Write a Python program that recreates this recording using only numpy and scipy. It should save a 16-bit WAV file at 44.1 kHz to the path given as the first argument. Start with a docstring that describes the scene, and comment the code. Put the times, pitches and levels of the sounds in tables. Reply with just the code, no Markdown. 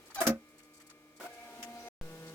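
"""Kitchen: faint appliance hum, room hiss (shaped noise) and small rustles (noise puffs).
A dishwasher rack squeaks on its rail (stick-slip harmonics) and knocks home twice (struck modes, rattle).
A small motor starts with a jolt (grains and blows into resonances) and whines (wavering harmonics).
The sound drops out for a moment and comes back with a thump (level step) on a lower motor note."""
import sys
import numpy as np
from scipy import signal
from scipy.fft import rfft, irfft
from scipy.io import wavfile

SR = 44100
rng = np.random.default_rng(int(sys.argv[2]) if len(sys.argv) > 2 else 0)


def master_out(mix):
    """Clip the mix to full scale and print it as 16-bit PCM to the path in sys.argv[1]."""
    frames = np.transpose(np.atleast_2d(mix))
    ceiling = np.clip(frames, -1, 1)
    pcm = np.round(ceiling * 32767).astype(np.int16)
    wavfile.write(sys.argv[1], SR, pcm)


def volts_from_db(level):
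    """Convert decibel levels to linear amplitude ratios."""
    exponent = np.asarray(level, float) / 20
    return 10 ** exponent


N = 103458

# Room hiss at rest, motor running, after the drop-out. Each row: frequency in Hz, relative density in dB per Hz.
QUIET_HISS = [(18, -60.5), (30, -19), (70, -14.5), (130, -22), (233, -18.5), (266, -23.5), (303, -4.5),
              (336, -11.5), (1070, -22), (1190, -18.5), (1280, -21.5), (2350, -22), (16000, -33)]
BUSY_HISS = [(18, -52), (30, -26), (174, -26), (303, -21.5), (632, -12), (702, -9.5), (1100, -25.5),
             (1190, -19.5), (2170, -21.5), (2900, -20), (16000, -32.5)]
AFTER_HISS = [(18, -52.5), (30, -11.5), (100, -25.5), (161, -10), (426, -13), (486, -12.5), (721, -19.5),
              (1460, -23), (1910, -23.5), (2680, -21), (16000, -32)]
# Hiss while the motor runs. Each row: time in seconds, level in dB before BUSY_LIFT_DB.
BUSY_HISS_LEVEL = [(1.2, -62.5), (1.404, -60.5), (1.65, -58), (1.662, -60), (1.88, -59)]
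# Swell of the resting hiss. Each row: time in seconds, gain in dB over QUIET_DB.
QUIET_HISS_SWELL = [(0, 6.5), (0.14, 6.5), (0.4, 2.5), (1.17, 1), (1.9, 8)]
# Stereo noise and tones. Each row: frequency in Hz, left-right likeness from -1 to 1.
STEREO_LIKENESS = [(60, 0.69), (120, 0.98), (240, 0.99), (480, 0.94), (950, 0.85), (1890, -0.11),
                   (3770, -0.18), (7520, 0.036), (15000, -0.1)]
# Stereo noise. Each row: frequency in Hz, left minus right in dB.
STEREO_TILT = [(60, -1), (240, 0.0), (950, 3.5), (3770, 1), (15000, 2.5)]
# Appliance hum. Each row: frequency in Hz, rms level in dB.
HUM_TONES = [(152, -78), (231.5, -75.5), (301.8, -66.5), (472, -74), (606, -76.5), (1211, -71),
             (1701, -79.5), (2121, -74), (2272, -77), (2369, -74)]
# Motor harmonics. Each row: multiple of the note, relative level in dB.
WHINE_ORDERS = [(3, -0.5), (4, -8.5), (5, -23), (6, -14.5), (7, -22.5), (8, -26), (9, -16), (10, -16.5),
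                (11, -23)]
DRONE_ORDERS = [(1, -0.5), (2, -6.5), (3, 0), (4, -14), (5, -14), (6, -19), (7, -15.5), (8, -26), (9, -12),
                (10, -18.5), (11, -16), (12, -31.5), (13, -15.5)]
# Odd multiples of the whine from the third. Each row: time in seconds, level in dB.
WHINE_ODD_LEVEL = [(1.22, -58), (1.25, -47), (1.256, -40.5), (1.27, -43.5), (1.276, -56), (1.44, -53.5),
                   (1.52, -54.5), (1.6, -53), (1.75, -50), (1.8, -51), (1.85, -52.5), (1.87, -44.5),
                   (1.885, -44.5)]
# First multiple, arriving later. Each row: time in seconds, level in dB.
WHINE_FIRST_LEVEL = [(1.28, -71), (1.348, -77), (1.382, -73), (1.412, -78), (1.448, -67), (1.518, -69),
                     (1.54, -59), (1.56, -77), (1.596, -51.5), (1.628, -61), (1.71, -51.5), (1.73, -59),
                     (1.752, -53), (1.885, -65)]
# Higher even multiples. Each row: time in seconds, level in dB before a 10 dB lift.
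WHINE_EVEN_LEVEL = [(1.28, -60), (1.292, -78), (1.432, -69.5), (1.51, -63.5), (1.885, -64)]
# Second multiple, swelling and sinking. Each row: time in seconds, level in dB.
WHINE_SECOND_LEVEL = [(1.28, -68), (1.31, -60.5), (1.498, -75), (1.528, -60), (1.628, -74), (1.676, -66),
                      (1.788, -58.5), (1.82, -69), (1.86, -56), (1.885, -60)]
# Lower motor note. Each row: time in seconds, level in dB.
DRONE_NOTE_LEVEL = [(2.0, -55), (2.1, -54.5), (2.3, -51.5), (2.35, -56.5)]
# Squeak glide. Each row: time in seconds, fundamental in Hz before roughness, level in dB.
SQUEAK_GLIDE = [(0.15, 862, -62.5), (0.164, 839, -47.5), (0.169, 817, -41.5), (0.18, 774, -38),
                (0.19, 767, -34.5), (0.198, 788, -39.5), (0.205, 810, -41.5)]
# Squeak harmonics. Each row: multiple, relative level in dB.
SQUEAK_HARMONICS = [(1, -2.5), (2, -7.5), (3, -14), (4, -21), (5, -15), (6, -20), (7, -25.5), (8, -27)]
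# Rack contacts. Each row: start in seconds, boom and body in dB before RATTLE_DB, treble in dB,
# brightest frequency in Hz, body t60 in seconds.
RACK_KNOCKS = [(0.145, -71.5, -48.5, -36.5, 7250, 0.091), (0.156, -77, -37.5, -38.5, 4500, 0.082),
               (0.2035, -54.5, -32.5, -30, 8300, 0.18), (0.213, -38.5, -26.5, -29, 8320, 0.12),
               (0.232, -46.5, -44, -43.5, 6840, 0.19), (0.25, -37.5, -39, -51.5, 6000, 0.14),
               (0.266, -37.5, -23, -21, 6150, 0.089), (0.273, -31, -26.5, -21.5, 6200, 0.069),
               (0.291, -28.5, -35, -32, 5400, 0.066), (0.304, -35.5, -41.5, -39, 5500, 0.044),
               (0.319, -35.5, -49, -61, 3000, 0.1)]
# Rattle, low and mid, then treble. Each row: frequency in Hz, relative density in dB per Hz.
RATTLE_COLOUR = [(24, -52), (40, -21.5), (124, -29.5), (226, -2), (382, -7.5), (433, -22.5), (529, -12),
                 (680, -9), (918, -26.5), (1210, -11), (2770, -20.5), (6820, -25.5), (7930, -28),
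                 (13100, -20.5), (16000, -40)]
RATTLE_TREBLE = [(1470, -38), (2500, -9), (3010, -3.5), (4160, -6), (4820, -2.5), (6820, -7), (8140, -9),
                 (11700, -5.5), (13100, -0.5), (15800, -11)]
# Cloth and crockery. Each row: start in seconds, hold in seconds, level in dB, centre in Hz.
RUSTLE_PUFFS = [(0.055, 0.032, -61, 7000), (0.1, 0.022, -58, 1200), (0.102, 0.013, -57, 4970),
                (0.485, 0.031, -69, 8000), (0.58, 0.024, -62, 6800), (0.629, 0.028, -66.5, 7000),
                (0.735, 0.022, -60.5, 6730), (0.763, 0.021, -61, 6800), (0.798, 0.026, -60, 6900),
                (0.865, 0.013, -60.5, 7460), (0.897, 0.016, -55.5, 5700), (0.892, 0.023, -61, 1500),
                (0.589, 0.019, -62.5, 1940), (0.797, 0.022, -62.5, 1760), (1.162, 0.018, -60.5, 6300),
                (1.327, 0.022, -60, 6500), (2.264, 0.034, -57.5, 4900)]
# Rustle resonances. Each row: frequency in Hz, gain in dB.
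RUSTLE_RESONANCES = [(4500, 9), (7900, 4)]
# Short clatter. Each row: frequency in Hz, relative density in dB per Hz.
CLATTER_COLOUR = [(710, -40), (1500, -8), (2100, 0.5), (2600, -4), (3080, 1.5), (4200, -19), (5000, -3),
                  (6030, -3), (7100, -0.5), (7910, -14), (9930, -11.5), (15200, -16), (16000, -23)]
# Motor grinding. Each row: time in seconds, level in dB.
JOLT_LEVEL = [(1.198, -49), (1.205, -49), (1.23, -48), (1.262, -49), (1.27, -48.5), (1.28, -73)]
# Housing resonances. Each row: frequency in Hz, width in Hz, relative level in dB.
JOLT_MODES = [(376, 32, -7.5), (530, 60, -10), (667, 86, -0.5), (928, 68, -9.5), (1200, 60, -14.5),
              (1466, 87, -8), (2240, 110, -13), (3000, 100, -23)]
# Separate jolt contacts. Each row: time in seconds, drive in dB before random spread.
JOLT_BLOWS = [(1.201, -42), (1.2105, -40.5), (1.224, -42), (1.216, -44), (1.2345, -39), (1.2385, -40),
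              (1.248, -41), (1.254, -40), (1.267, -43)]
# Cabinet's slow shudders. Each row: start in seconds, level in dB.
CABINET_THUDS = [(0.205, -56), (0.261, -42), (0.306, -47), (0.36, -57)]
# Low grumble under the motor. Each row: time in seconds, level in dB before a 3.5 dB cut.
MOTOR_RUMBLE = [(1.3, -71), (1.348, -77), (1.438, -76), (1.468, -82), (1.51, -56), (1.792, -61.5),
                (1.82, -54), (1.846, -66), (1.885, -55)]
# Motor whistles. Each row: start and end in seconds, frequency in Hz, width in Hz, level in dB.
MOTOR_WHISTLES = [(1.274, 1.497, 1655, 20, -64.5), (1.27, 1.38, 2270, 88, -62.5),
                  (1.367, 1.48, 2294, 54, -59), (1.704, 1.926, 4050, 73, -66.5),
                  (1.785, 1.855, 5820, 127, -61.5), (1.835, 1.9, 6120, 150, -61.5),
                  (1.75, 1.9, 4840, 300, -64.5), (1.77, 1.9, 2125, 17, -65)]
# Rack on the rail stop, rack home in the cabinet. 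Each row: time in seconds, drive in dB before random spread.
RAIL_STOP_BLOWS = [(0.206, -28.5), (0.2135, -25), (0.2165, -22), (0.2195, -28.5), (0.2225, -32.5),
                   (0.238, -32.5), (0.257, -33)]
CABINET_HOME_BLOWS = [(0.2685, -24.5), (0.273, -23), (0.2765, -23), (0.2805, -26.5), (0.2895, -24),
                      (0.3025, -26.5), (0.317, -36), (0.329, -35), (0.345, -44.5), (0.36, -45)]
# Their modes. Each row: frequency in Hz, relative level in dB, t60 in seconds.
RAIL_STOP_MODES = [(288, -20.5, .06), (370, -11.5, 0.058), (530, -13, 0.049), (670.6, -1, 0.04),
                   (1000, -14, 0.045), (1232, -6, .05), (1475, -8.5, 0.044), (1653, -15.5, 0.043),
                   (1945, -15, .04), (2618, -18, 0.062)]
CABINET_MODES = [(163.7, -15, 0.079), (226.2, -5.5, .11), (292, -4.5, 0.057), (366, -12, .1),
                 (460, -19, .08), (541, -10.5, 0.12), (600, -14.5, .09), (699, -13, 0.1),
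                 (1032, -21, 0.063), (1242, -12, 0.035), (1500, -11, 0.026), (1810, -17.5, 0.027),
                 (2590, -16.5, .05)]

QUIET_DB, BUSY_LIFT_DB, AFTER_DB = -66, 3.5, -54
HUM_WAVER_DB, MOTOR_WAVER_DB = 1.0, 1.5
MOTOR_ON_S, DROP_S, BACK_S = 1.198, 1.8865, 2.0125
SWAP_S = BACK_S - .05  # backgrounds change over inside the drop-out
WHINE_HZ, DRONE_HZ = 235.6, 161.8
SQUEAK_ROUGH, SQUEAK_HISS_DB = .014, -10
ATTACK_S, BOOM_LONGER, TREBLE_SHORTER = 0.0032, 1.22, 0.82
BRIGHT_DB, BRIGHT_OCTAVES = 8, 0.42
RATTLE_DB, CONTACTS_PER_S, BOOM_CUT_HZ = -4.5, 2000, 160
THUD_HZ, THUD_RISE_S, THUD_T60_S = 68.6, .008, 0.16
BLOW_SPREAD_DB, CONTACT_HZ = 1.4, 2460
STOP_CUT_HZ, CABINET_CUT_HZ, JOLT_CUT_HZ = 320, 175, 340
RUSTLE_OCTAVES = 1.13
CLATTER_S, CLATTER_LENGTH_S, CLATTER_T60_S, CLATTER_DB = 1.6272, 0.0317, 0.16, -40.5
JOLT_HISS_DB, JOLT_END_S = -2, 1.274
ROOM_T60_S, ROOM_DB = 0.13, -17
FADE_DB, FADE_S = -44, 0.0048  # fade-out: drops to FADE_DB, then sinks 14 dB per FADE_S
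THUMP_STEP, THUMP_DECAY_S = -0.021, 0.038  # full scale; time constant


def rms_one(x):
    """Scale to rms 1."""
    return x / np.sqrt(np.mean(x ** 2) + 1e-20)


def curve(rows, column=1):
    """One column of a time table at every sample."""
    return np.interp(np.arange(N) / SR, np.array(rows)[:, 0], np.array(rows)[:, column])


def at_hz(points, hz):
    """A spectrum table read on a log-frequency axis."""
    return np.interp(np.log(hz), np.log(np.array(points)[:, 0]), np.array(points)[:, 1])


def drift(rate_hz):
    """Twice low-passed noise of rms about 1, made at SR / 40."""
    r = np.exp(-80 * np.pi * rate_hz / SR)
    noise = rng.standard_normal(N // 40 + 2002)
    slow = signal.lfilter([1], [1, -2 * r, r * r], noise)[2000:]
    return np.interp(np.arange(N) / 40, np.arange(len(slow)), rms_one(slow))


def shaped(x, db_at):
    """Colour by a law of dB against Hz."""
    hz = np.maximum(np.arange(N // 2 + 1) * SR / N, 1)
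    return irfft(rfft(x) * volts_from_db(db_at(hz)), N)


def wide(db_at):
    """Stereo noise with the room's likeness and tilt; rms 1."""
    hz = np.maximum(np.arange(N // 2 + 1) * SR / N, 1)
    alike = np.clip(at_hz(STEREO_LIKENESS, hz), -.99, .99)
    mid, side = rfft(rng.standard_normal((2, N)))
    both = np.sqrt(1 + alike) * mid + np.sqrt(1 - alike) * side * [[1], [-1]]
    tilt_db = at_hz(STEREO_TILT, hz) * [[.5], [-.5]]
    return rms_one(irfft(both * volts_from_db(db_at(hz) + tilt_db), N))


def ring(x, hz, t60_s):
    """Two-pole resonance: one mode set ringing by x."""
    r, w = volts_from_db(-60 / (t60_s * SR)), 2 * np.pi * hz / SR
    return signal.lfilter([0, np.sin(w)], [1, -2 * r * np.cos(w), r * r], x + 1e-18)


def side_phase(hz):
    """Phase between the sides that gives the likeness at hz, in radians."""
    return np.arccos(np.clip(at_hz(STEREO_LIKENESS, hz), -1, 1))


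def tone(hz, db, waver_db, rate_hz):
    """A stereo sine of wavering level, the sides apart in phase."""
    phase = 2 * np.pi * (np.cumsum(hz + np.zeros(N)) / SR + rng.random())
    apart = side_phase(np.mean(hz)) / 2
    level = np.sqrt(2) * volts_from_db(db + waver_db * drift(rate_hz))
    return level * np.sin(phase + apart * np.array([[1], [-1]]))


def grains(rate_per_s):
    """Dense uneven clicks of random sign; rms 1."""
    hit = rng.random(N) < rate_per_s / SR
    return rms_one(hit * volts_from_db(3.36 * rng.exponential(1, N)) * rng.choice([-1, 1], N))


def low_cut(x, hz):
    """Small bodies radiate little bass."""
    return signal.sosfilt(signal.butter(2, hz, "high", fs=SR, output="sos"), x)


def struck(blows, modes):
    """Soft (low-passed) contacts set every mode ringing; a lag sets the sides apart."""
    out, at = 0, (np.array(blows)[:, 0] * SR).astype(int)
    r = np.exp(-2 * np.pi * CONTACT_HZ / SR)
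    for hz, db, t60_s in modes:
        clicks = np.zeros(N)
        spread_db = BLOW_SPREAD_DB * rng.standard_normal(len(at))
        clicks[at] = volts_from_db(np.array(blows)[:, 1] + db + spread_db)
        mono = ring(signal.lfilter([1 - r], [1, -r], clicks), hz, t60_s)
        lag = int(side_phase(hz) / (2 * np.pi * hz) * SR)
        out = out + np.array([np.roll(mono, lag), mono])
    return out


def quiet_kitchen():
    """Room hiss as shaped noise, appliance hum as wavering sines."""
    hiss = volts_from_db(QUIET_DB + curve(QUIET_HISS_SWELL)) * wide(lambda hz: at_hz(QUIET_HISS, hz))
    return hiss + sum(tone(hz, db, HUM_WAVER_DB, 8.0) for hz, db in HUM_TONES)


def puff(start_s, hold_s):
    """Quick rise, hold, quick fall."""
    t = np.arange(N) / SR
    return np.clip((t - start_s) / 0.0032, 0, 1) * volts_from_db(-np.maximum(t - start_s - hold_s, 0) * 1500)


def clatter():
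    """One short burst of coloured, decaying noise."""
    u = np.maximum(np.arange(N) / SR - CLATTER_S, 0)
    edges = np.clip(np.minimum(u / .0005, (CLATTER_LENGTH_S - u) / .01), 0, 1)
    level = volts_from_db(CLATTER_DB + 2.0 * drift(200) - 60 * u / CLATTER_T60_S)
    return level * edges * wide(lambda hz: at_hz(CLATTER_COLOUR, hz))


def rustles():
    """Short soft noise puffs, each a broad band with two narrow resonances."""
    out = 0
    for start_s, hold_s, db, centre_hz in RUSTLE_PUFFS:
        def colour(hz):
            band = -12 * (np.log2(hz / centre_hz) / RUSTLE_OCTAVES) ** 2
            return band + sum(g * np.exp(-(np.log2(hz / f) / 0.059) ** 2) for f, g in RUSTLE_RESONANCES)
        out = out + volts_from_db(db + 2.0 * drift(80)) * puff(start_s, hold_s) * wide(colour)
    return out


def rack_squeak():
    """Stick-slip on the rail: harmonics of a rough glide, plus hiss."""
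    t = np.arange(N) / SR
    rise = np.clip((t - SQUEAK_GLIDE[0][0]) / .004, 0, 1)
    fall = np.clip((SQUEAK_GLIDE[-1][0] - t) / 0.0054, 0, 1)
    slip_hz = curve(SQUEAK_GLIDE) * (1 + SQUEAK_ROUGH * drift(170))
    squeak = sum(tone(k * slip_hz, db, 2.5 * np.sqrt(k), 60.0) for k, db in SQUEAK_HARMONICS)
    hiss = volts_from_db(SQUEAK_HISS_DB) * wide(lambda hz: -6.0 * np.log2(hz / 1000) - 30 * (hz < 900))
    return rise * fall * volts_from_db(curve(SQUEAK_GLIDE, column=2)) * (squeak + hiss)


def rack_rattle():
    """Bursts of contacts as decaying noise: boom of grains, body, bright treble."""
    t = np.arange(N) / SR
    boom, body, treble = 0, 0, 0
    for start_s, boom_db, body_db, treble_db, bright_hz, t60_s in RACK_KNOCKS:
        u = np.maximum(t - start_s, 0)
        rise = np.minimum(u / ATTACK_S, 1)
        boom = boom + volts_from_db(boom_db - 60 * u / t60_s / BOOM_LONGER) * rise
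        body = body + volts_from_db(body_db - 60 * u / t60_s) * rise

        def colour(hz):
            bright = BRIGHT_DB * np.exp(-(np.log2(hz / bright_hz) / BRIGHT_OCTAVES) ** 2)
            return at_hz(RATTLE_TREBLE, hz) + bright
        treble = treble + volts_from_db(treble_db - 60 * u / t60_s / TREBLE_SHORTER) * rise * wide(colour)

    def low_band(hz):
        return at_hz(RATTLE_COLOUR, hz) - 40 * ((hz > 450) | (hz < BOOM_CUT_HZ))
    low = boom * rms_one(shaped(grains(CONTACTS_PER_S), low_band))
    mid = body * wide(lambda hz: at_hz(RATTLE_COLOUR, hz) - 40 * ((hz > 2500) | (hz < 450)))
    return volts_from_db(RATTLE_DB) * (low + mid) + treble


def rack_knocks():
    """Blows ring the modes of the rail stop, then of the cabinet."""
    stop = low_cut(struck(RAIL_STOP_BLOWS, RAIL_STOP_MODES), STOP_CUT_HZ)
    return stop + low_cut(struck(CABINET_HOME_BLOWS, CABINET_MODES), CABINET_CUT_HZ)


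def cabinet_thuds():
    """The cabinet shudders: decaying low sines."""
    out = 0
    for start_s, db in CABINET_THUDS:
        u = np.maximum(np.arange(N) / SR - start_s, 0)
        level = volts_from_db(db - 60 * u / THUD_T60_S) * np.minimum(u / THUD_RISE_S, 1)
        out = out + level * np.sin(2 * np.pi * THUD_HZ * u)
    return out


def room(x):
    """Short dull stereo tail: convolution with decaying noise."""
    t = np.arange(int(.4 * SR)) / SR
    noise = wide(lambda hz: -2.0 * np.log2(hz / 1000) - 20 * (hz < 140))[:, :len(t)]
    tail = noise * volts_from_db(-60 * t / ROOM_T60_S) * (t > .004)
    tail = tail / np.sqrt(np.sum(tail ** 2, axis=1, keepdims=True))
    return volts_from_db(ROOM_DB) * signal.fftconvolve(x, tail, axes=1)[:, :N]


def jolt():
    """The motor grinds against its housing before it runs free: grains and blows into resonances."""
    t = np.arange(N) / SR
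    modes = [volts_from_db(db) * rms_one(ring(grains(900), hz, 2.0 / width_hz)) for hz, width_hz, db in JOLT_MODES]
    body = low_cut(rms_one(sum(modes)), JOLT_CUT_HZ) * volts_from_db(2.0 * drift(70))
    hiss = volts_from_db(JOLT_HISS_DB) * wide(lambda hz: -2.0 * np.log2(hz / 1000) - 30 * (hz < 250))
    grind = (body + hiss) * volts_from_db(curve(JOLT_LEVEL)) * np.clip((t - MOTOR_ON_S) / 0.004, 0, 1)
    hits = struck(JOLT_BLOWS, [(hz, db, 1.54 / width_hz) for hz, width_hz, db in JOLT_MODES])
    return (grind + low_cut(hits, JOLT_CUT_HZ)) * volts_from_db(-1500 * np.maximum(t - JOLT_END_S, 0))


def motor_whine():
    """Harmonics of the first motor note, each wavering, over the motor's hiss."""
    out = volts_from_db(curve(BUSY_HISS_LEVEL) + BUSY_LIFT_DB) * wide(lambda hz: at_hz(BUSY_HISS, hz))
    out = out + tone(WHINE_HZ, curve(WHINE_FIRST_LEVEL), MOTOR_WAVER_DB, 33.0)
    out = out + tone(2 * WHINE_HZ, curve(WHINE_SECOND_LEVEL), MOTOR_WAVER_DB, 30.4)
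    odd_db, even_db = curve(WHINE_ODD_LEVEL), curve(WHINE_EVEN_LEVEL) + 10
    for k, db in WHINE_ORDERS:
        out = out + tone(k * WHINE_HZ, db + (odd_db if k % 2 else even_db), MOTOR_WAVER_DB, 30.4)
    return out * (np.arange(N) / SR > MOTOR_ON_S)


def motor_whistles():
    """Faint passing whistles: narrow noise bands."""
    t, out = np.arange(N) / SR, 0
    for start_s, end_s, centre_hz, width_hz, db in MOTOR_WHISTLES:
        shape = np.clip(np.minimum(t - start_s, end_s - t) / 0.018, 0, 1)
        band = wide(lambda hz: -20 * np.log10(1 + ((hz - centre_hz) / width_hz) ** 2))
        out = out + volts_from_db(db) * shape * band
    return out


def motor_rumble():
    """A low grumble: noise around 350 Hz."""
    level = volts_from_db(curve(MOTOR_RUMBLE) - 3.5) * (np.arange(N) / SR > 1.3)
    return level * wide(lambda hz: -40 * np.abs(np.log2(hz / 350)) ** 2)


def motor_drone():
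    """Wavering harmonics of the lower motor note, over hiss."""
    out = volts_from_db(AFTER_DB) * wide(lambda hz: at_hz(AFTER_HISS, hz))
    level_db = curve(DRONE_NOTE_LEVEL)
    return out + sum(tone(k * DRONE_HZ, db + level_db, MOTOR_WAVER_DB, 20.0) for k, db in DRONE_ORDERS)


def scene():
    """Everything in the kitchen; rack and jolt excite the room."""
    near = rack_squeak() + rack_rattle() + rack_knocks() + cabinet_thuds() + jolt()
    before = quiet_kitchen() + motor_whine() + motor_whistles() + motor_rumble()
    background = np.where(np.arange(N) / SR < SWAP_S, before, motor_drone())
    return near + room(near) + rustles() + clatter() + background


def roll_off(x):
    """The treble ends steeply here."""
    return signal.sosfilt(signal.butter(12, 16850, fs=SR, output="sos"), x)


def record(dry):
    """The sound drops out briefly and returns on a level step that settles."""
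    t = np.arange(N) / SR
    fade_out = volts_from_db(FADE_DB - 14.0 * (t - DROP_S) / FADE_S)
    gate = np.where((t > DROP_S) & (t < BACK_S), fade_out, 1)
    u = np.maximum(t - BACK_S, 0)
    thump = THUMP_STEP * np.clip(u / 0.0001, 0, 1) * np.exp(-u / THUMP_DECAY_S)
    return roll_off(dry * gate + thump)


dry = scene()
out = record(dry)
master_out(out)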